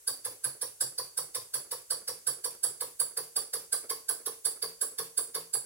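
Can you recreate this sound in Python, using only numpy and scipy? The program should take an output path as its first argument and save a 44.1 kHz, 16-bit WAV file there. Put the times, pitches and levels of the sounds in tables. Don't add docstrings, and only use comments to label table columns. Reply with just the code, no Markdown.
import sys
import numpy as np
from scipy import signal
from scipy.fft import rfft, irfft, next_fast_len
from scipy.io import wavfile
from scipy.ndimage import uniform_filter1d

SR = 44100
rng = np.random.default_rng(int(sys.argv[2]) if len(sys.argv) > 2 else 0)


def pcm_store(signal):
    levels = np.round(np.clip(np.atleast_2d(signal), -1, 1) * 32767)
    wavfile.write(sys.argv[1], SR, levels.astype(np.int16).T)


N = 249385

# frequency in Hz, relative density in dB.
WHIRR_SPECTRUM = [(20, -32), (45, -3.5), (110, -9), (220, -25), (450, -2), (700, -15), (1600, -10.5),
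                  (2500, -14), (4600, -11.5), (6400, -3), (10000, 1), (15500, -11)]
# frequency in Hz, relative density in dB.
JET_SPECTRUM = [(100, -37), (400, -17), (1200, -15), (2000, -31), (2700, -19), (4000, -16.5), (6500, -16),
                (8000, -8.5), (11500, -16.5), (14000, -5.5), (16000, -31)]
# centre in Hz, width in Hz, strong-end level in dB, weak-end level in dB.
PASSAGE_MODES = [(2150, 200, -17, -11), (3200, 280, -12, -14), (3620, 300, -8, -6), (4660, 420, 3, 2),
                 (5620, 420, -6, -4), (7700, 300, 5, -9), (12750, 700, -6, -4), (15450, 700, 0, -3)]
PORT_MODES = [(8880, 250, -0.5, 2), (9254, 710, 0, -28), (9800, 1000, -15, -1), (10140, 590, 0.5, 3.5),
              (10740, 820, -6, -3)]
BENCH_MODES = [(55, 23, -8, 0), (108.7, 15, -12, -0.5), (129.3, 19.6, -0.5, -3.5), (170, 10.6, -4, -2),
               (270.2, 11.2, 0.5, 0.5), (334, 45, 4, 3)]
PIPE_MODES = [(780, 490, -6, -11), (1069, 284, -2.5, 0.5), (1176, 245, -3, -12), (1703, 400, -6.5, -9)]
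# relative level in dB, gain at full swing in dB.
HISS_LEVELS = [(-40, 1.14), (-43, 1.84)]
WHISTLE_LEVELS = [(-24.5, 0.14), (-30, .1)]
TOOT_LEVELS = [(-49, -1.4), (-55, 3.3)]
PUFF_LEVELS = [(-57, 3.2), (-53, 3.55)]
PIPE_AIR_LEVELS = [(-48, 0.33), (-48, 2.8)]
# time in seconds, share of full swing from 0 to 1.
SWING = [(0, 0), (1.2, 0.11), (2.55, 0.25), (3.3, 0.88), (4.2, 1), (5.6, 0.95)]
# time in seconds, gain in dB.
PASSAGE_RING = [(0.3, .3), (1.1, -0.5), (1.6, 0.5), (3.6, 0), (4.6, 1.5), (5.5, 0.5)]
# time in seconds, gain in dB, left relative to right in dB.
WHISTLE_BEAM = [(0, -1.3, -3.5), (.75, 1.6, -12), (1.25, -0.7, -19), (2.03, -0.5, -20), (2.35, 2.5, -18),
                (3.9, 1.3, -14), (5.6, 1.3, -22)]
FULL_TOOT_TIMES_S = [2.27, 3.73, 4.09]
# time in seconds, level in dB, favoured frequency in Hz.
BENCH_DRIVE = [(0, -55.5, 130), (1.2, -59.5, 120), (2.5, -59.5, 137), (4.2, -59.5, 193), (5.6, -56.5, 168)]
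# delay in seconds, linear gain.
ECHOES = [(.014, .3), (.0225, .85), (.048, .2)]
# delay after the strong beat in seconds, knock in dB, tick in dB.
LINKAGE_PLAY = [(.062, -58.5, -52), (0.115, -60.5, -72), (0.242, -64, -49), (0.277, -65, -52)]
# frequency in Hz, T60 in seconds.
ROOM_T60 = [(100, 0.36), (500, 0.4), (1200, 0.28), (3000, 0.26), (5000, 0.33), (10000, 0.32), (15000, 0.23)]

BEAT_S = np.arange(8192) / SR - 1 / 50
FIRST_BEAT_S, TURN_S, TURN_SHORTENING_S = 0.077, 0.367, 0.000384
WEAK_OFFSET_TURNS = 0.4744
SCATTER_DB, WHISTLE_SCATTER_DB, TOOT_SCATTER_DB, MODE_SCATTER_DB = .6, .7, 2, 1.5
WHISTLE_AIM_HZ, AIM_SCATTER_HZ = (10130, 9910), 170
TOOT_HZ, FULL_TOOT_GAIN_DB = (1564, 1643), 7
PUFF_START_HZ, PUFF_SWUNG_HZ = 502.6, 456.8
LOW_CUT_HZ, TOP_HZ = 36, 15850


def amp(db):
    return 10 ** (np.asarray(db) / 20)


def unit(x):
    return x / np.sqrt(np.mean(x ** 2) + 1e-20)


def along(points, hz):
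    points_hz, values = np.transpose(points)
    return np.interp(np.log(hz + 1), np.log(points_hz + 1), values)


def filtered(x, response):
    size = next_fast_len(N + SR // 2)
    return irfft(rfft(x, size) * response(np.fft.rfftfreq(size, 1 / SR)), size)[..., :N]


def body(modes, end=0, base=None):
    hz = np.fft.rfftfreq(len(BEAT_S), 1 / SR)
    power = sum(amp(dbs[end]) ** 2 / (1 + (2 * (hz - centre_hz) / width_hz) ** 2) ** 2
                for centre_hz, width_hz, *dbs in modes)
    if base is not None:
        power = power + amp(along(base, hz)) ** 2
    cepstrum = irfft(np.log(power / power.mean() + 1e-12) / 2)
    cepstrum[1:len(hz) - 1] *= 2
    cepstrum[len(hz):] = 0
    return np.exp(rfft(cepstrum))


def surge(at_s, rise_s, fall_s):
    rising = np.exp(np.minimum((at_s - BEAT_S) / rise_s, 20))
    falling = np.exp(np.minimum((BEAT_S - at_s) / fall_s, 20))
    shape = 1 / (rising + falling)
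    return shape / shape.max()


def burst(envelope, response):
    return irfft(rfft(envelope * rng.standard_normal(len(BEAT_S))) * response)


def waver(samples):
    noise = rng.standard_normal(len(BEAT_S))
    return unit(uniform_filter1d(uniform_filter1d(noise, samples), samples))


def add(track, s, sound):
    start = round((s + BEAT_S[0]) * SR)
    part = track[..., start:start + len(BEAT_S)]
    part += sound[..., :part.shape[-1]]


def beat_times(turns=16):
    turn = np.add.outer(np.arange(turns), [0, WEAK_OFFSET_TURNS]).ravel()
    times_s = FIRST_BEAT_S + TURN_S * turn - TURN_SHORTENING_S * turn ** 2 / 2
    return times_s[times_s < N / SR]


def swung(s):
    return np.interp(s, *np.transpose(SWING))


def beats(levels, scatter_db=SCATTER_DB):
    times_s = beat_times()
    ends = np.arange(len(times_s)) % 2
    level_db, swing_db = np.array(levels)[ends].T
    beat_db = level_db + swing_db * swung(times_s) + scatter_db * rng.standard_normal(len(times_s))
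    return zip(times_s, ends, beat_db)


def stereo_noise(samples, alike_hz):
    mid, side = rfft(rng.standard_normal((2, samples)))
    angle = np.pi / 4 * np.tanh(0.48 + np.fft.rfftfreq(samples, 1 / SR) / alike_hz)
    mid, side = np.cos(angle) * mid, np.sin(angle) * side
    return irfft([mid + side, mid - side], samples)


def direct(x, lag_s=.0001):
    return filtered(x, lambda hz: np.exp(-2j * np.pi * hz * np.array([[lag_s], [0]])))


def workshop(x):
    answer = np.zeros((2, N))
    for place in np.linspace(0, 1, num=4):
        hz, t, spectra = signal.stft(stereo_noise(SR // 2, alike_hz=990), SR, nperseg=256)
        decay = amp(-60 * t / along(ROOM_T60, hz)[:, None])
        tail = signal.istft(spectra * decay, SR, nperseg=256)[1]
        tail *= 1 - np.exp(-np.arange(tail.shape[1]) / SR / 0.00058)
        tail /= np.linalg.norm(tail[0])
        nearness = np.sqrt(np.maximum(1 - 3 * abs(np.arange(N) / N - place), 0))
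        answer += signal.fftconvolve(np.atleast_2d(x * nearness), tail, axes=1)[:, :N]
    return answer


def belt_whirr():
    noise = stereo_noise(N, alike_hz=705)
    return amp(-56.5) * unit(filtered(noise, lambda hz: amp(along(WHIRR_SPECTRUM, hz))))


def steam_hiss():
    track = np.zeros(N)
    blowdown = surge(at_s=0, rise_s=0.0027, fall_s=0.0045)
    push = surge(at_s=0.063, rise_s=0.014, fall_s=0.015)
    trickle = body([(2500, 2400, -14.0)], base=JET_SPECTRUM)
    for s, end, db in beats(HISS_LEVELS):
        ring_db = np.interp(s, *np.transpose(PASSAGE_RING))
        modes = [(hz, width_hz, dbs[end] + ring_db + MODE_SCATTER_DB * rng.standard_normal())
                 for hz, width_hz, *dbs in PASSAGE_MODES]
        add(track, s, amp(db + 8) * burst(blowdown, body(modes, base=JET_SPECTRUM)))
        add(track, s, amp(db + (-22, -15)[end]) * burst(push, trickle))
    return (direct(track) + amp(3) * workshop(track)) * amp([[.5], [-.5]])


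def port_whistle():
    track, beam = np.zeros(N), np.zeros((2, N))
    envelope = surge(at_s=0.0017, rise_s=0.0026, fall_s=0.0053)
    times_s, beam_db, left_db = np.transpose(WHISTLE_BEAM)
    for s, end, db in beats(WHISTLE_LEVELS, WHISTLE_SCATTER_DB):
        aim_hz = WHISTLE_AIM_HZ[end] + AIM_SCATTER_HZ * rng.standard_normal()
        tilt_db = (aim_hz - 9900) / 9
        port = body([(hz, width_hz, dbs[end] + tilt_db * np.log(hz / aim_hz))
                     for hz, width_hz, *dbs in PORT_MODES])
        sound = burst(envelope * amp(0.5 * waver(samples=30)), port)
        sound *= np.linalg.norm(envelope) / np.linalg.norm(sound)
        sound *= amp(db + np.interp(s, times_s, beam_db) + 3)
        add(track, s, sound)
        add(beam, s, sound * amp([[np.interp(s, times_s, left_db)], [0]]))
    return direct(beam) + amp([[-9], [-2.5]]) * workshop(track)


def pipe_toot():
    track = np.zeros(N)
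    envelope = surge(at_s=0.0024, rise_s=0.0028, fall_s=0.0053)
    for s, end, db in beats(TOOT_LEVELS, TOOT_SCATTER_DB):
        jitter_rad = 1.3 if end else .5
        is_full = np.any(abs(s - np.array(FULL_TOOT_TIMES_S)) < TURN_S / 10)
        flutter = amp(2 * waver(samples=100))
        tone = np.sin(2 * np.pi * TOOT_HZ[end] * BEAT_S + jitter_rad * waver(samples=110))
        add(track, s, amp(db + is_full * FULL_TOOT_GAIN_DB + 7) * envelope * flutter * tone)
    return (direct(track) + amp(-4.5) * workshop(track)) * amp([[1.2], [-1.2]])


def bench_shake():
    track = np.zeros(N)
    jolt = surge(at_s=.01, rise_s=.002, fall_s=.028)
    times_s, drive_db, favoured_hz = np.transpose(BENCH_DRIVE)
    for i, s in enumerate(beat_times()):
        best_hz = np.interp(s, times_s, favoured_hz)
        bench = body([(hz, width_hz, dbs[i % 2] - 9 * abs(np.log2(hz / best_hz)))
                      for hz, width_hz, *dbs in BENCH_MODES])
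        add(track, s, amp(np.interp(s, times_s, drive_db)) * burst(jolt, bench))
    return direct(track) + amp(-13) * workshop(track)


def steam_puff():
    pulse, air = np.zeros(N), np.zeros(N)
    pipe = [body(PIPE_MODES, end) for end in range(2)]
    swell = surge(at_s=0.012, rise_s=0.0024, fall_s=0.0026)
    rush = surge(at_s=0.013, rise_s=0.003, fall_s=0.0082)
    echoes = sum(gain * np.interp(BEAT_S - delay_s, BEAT_S, swell) for delay_s, gain in ECHOES)
    for s, _, db in beats(PUFF_LEVELS):
        hz = PUFF_START_HZ + (PUFF_SWUNG_HZ - PUFF_START_HZ) * swung(s)
        tone = np.sin(2 * np.pi * hz * BEAT_S + .25 * waver(samples=120))
        add(pulse, s, amp(db + 13) * (swell + echoes) * tone)
    for s, end, db in beats(PIPE_AIR_LEVELS):
        add(air, s, amp(db + 4) * burst(rush, pipe[end]))
    return direct(pulse + air) + amp(-9.5) * workshop(pulse) + amp(-4) * workshop(air)


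def linkage_clatter():
    track = np.zeros(N)
    casting = body([(463, 260, 4.5), (1420, 1070, -7.0), (2200, 280, -11)])
    steel = body([(13500, 6700, 25), (3020, 1500, -21)])
    for s in beat_times()[::2]:
        for delay_s, knock_db, tick_db in LINKAGE_PLAY:
            jitter_s, scatter_db = rng.standard_normal(2) * [.003, 2.5]
            knock = amp(knock_db) * burst(surge(at_s=0, rise_s=0.013, fall_s=0.013), casting)
            tick = amp(tick_db) * burst(surge(at_s=0, rise_s=0.00036, fall_s=.002), steel)
            add(track, min(s + delay_s + jitter_s, N / SR), amp(scatter_db) * (knock + tick))
    return direct(track) + amp(-10) * workshop(track)


def scene():
    return (belt_whirr() + steam_hiss() + port_whistle() + pipe_toot()
            + bench_shake() + steam_puff() + linkage_clatter())


def record(dry):
    return filtered(dry, lambda hz: (hz < TOP_HZ) * hz ** 4 / (hz ** 4 + LOW_CUT_HZ ** 4))


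dry = scene()
out = record(dry)
pcm_store(out)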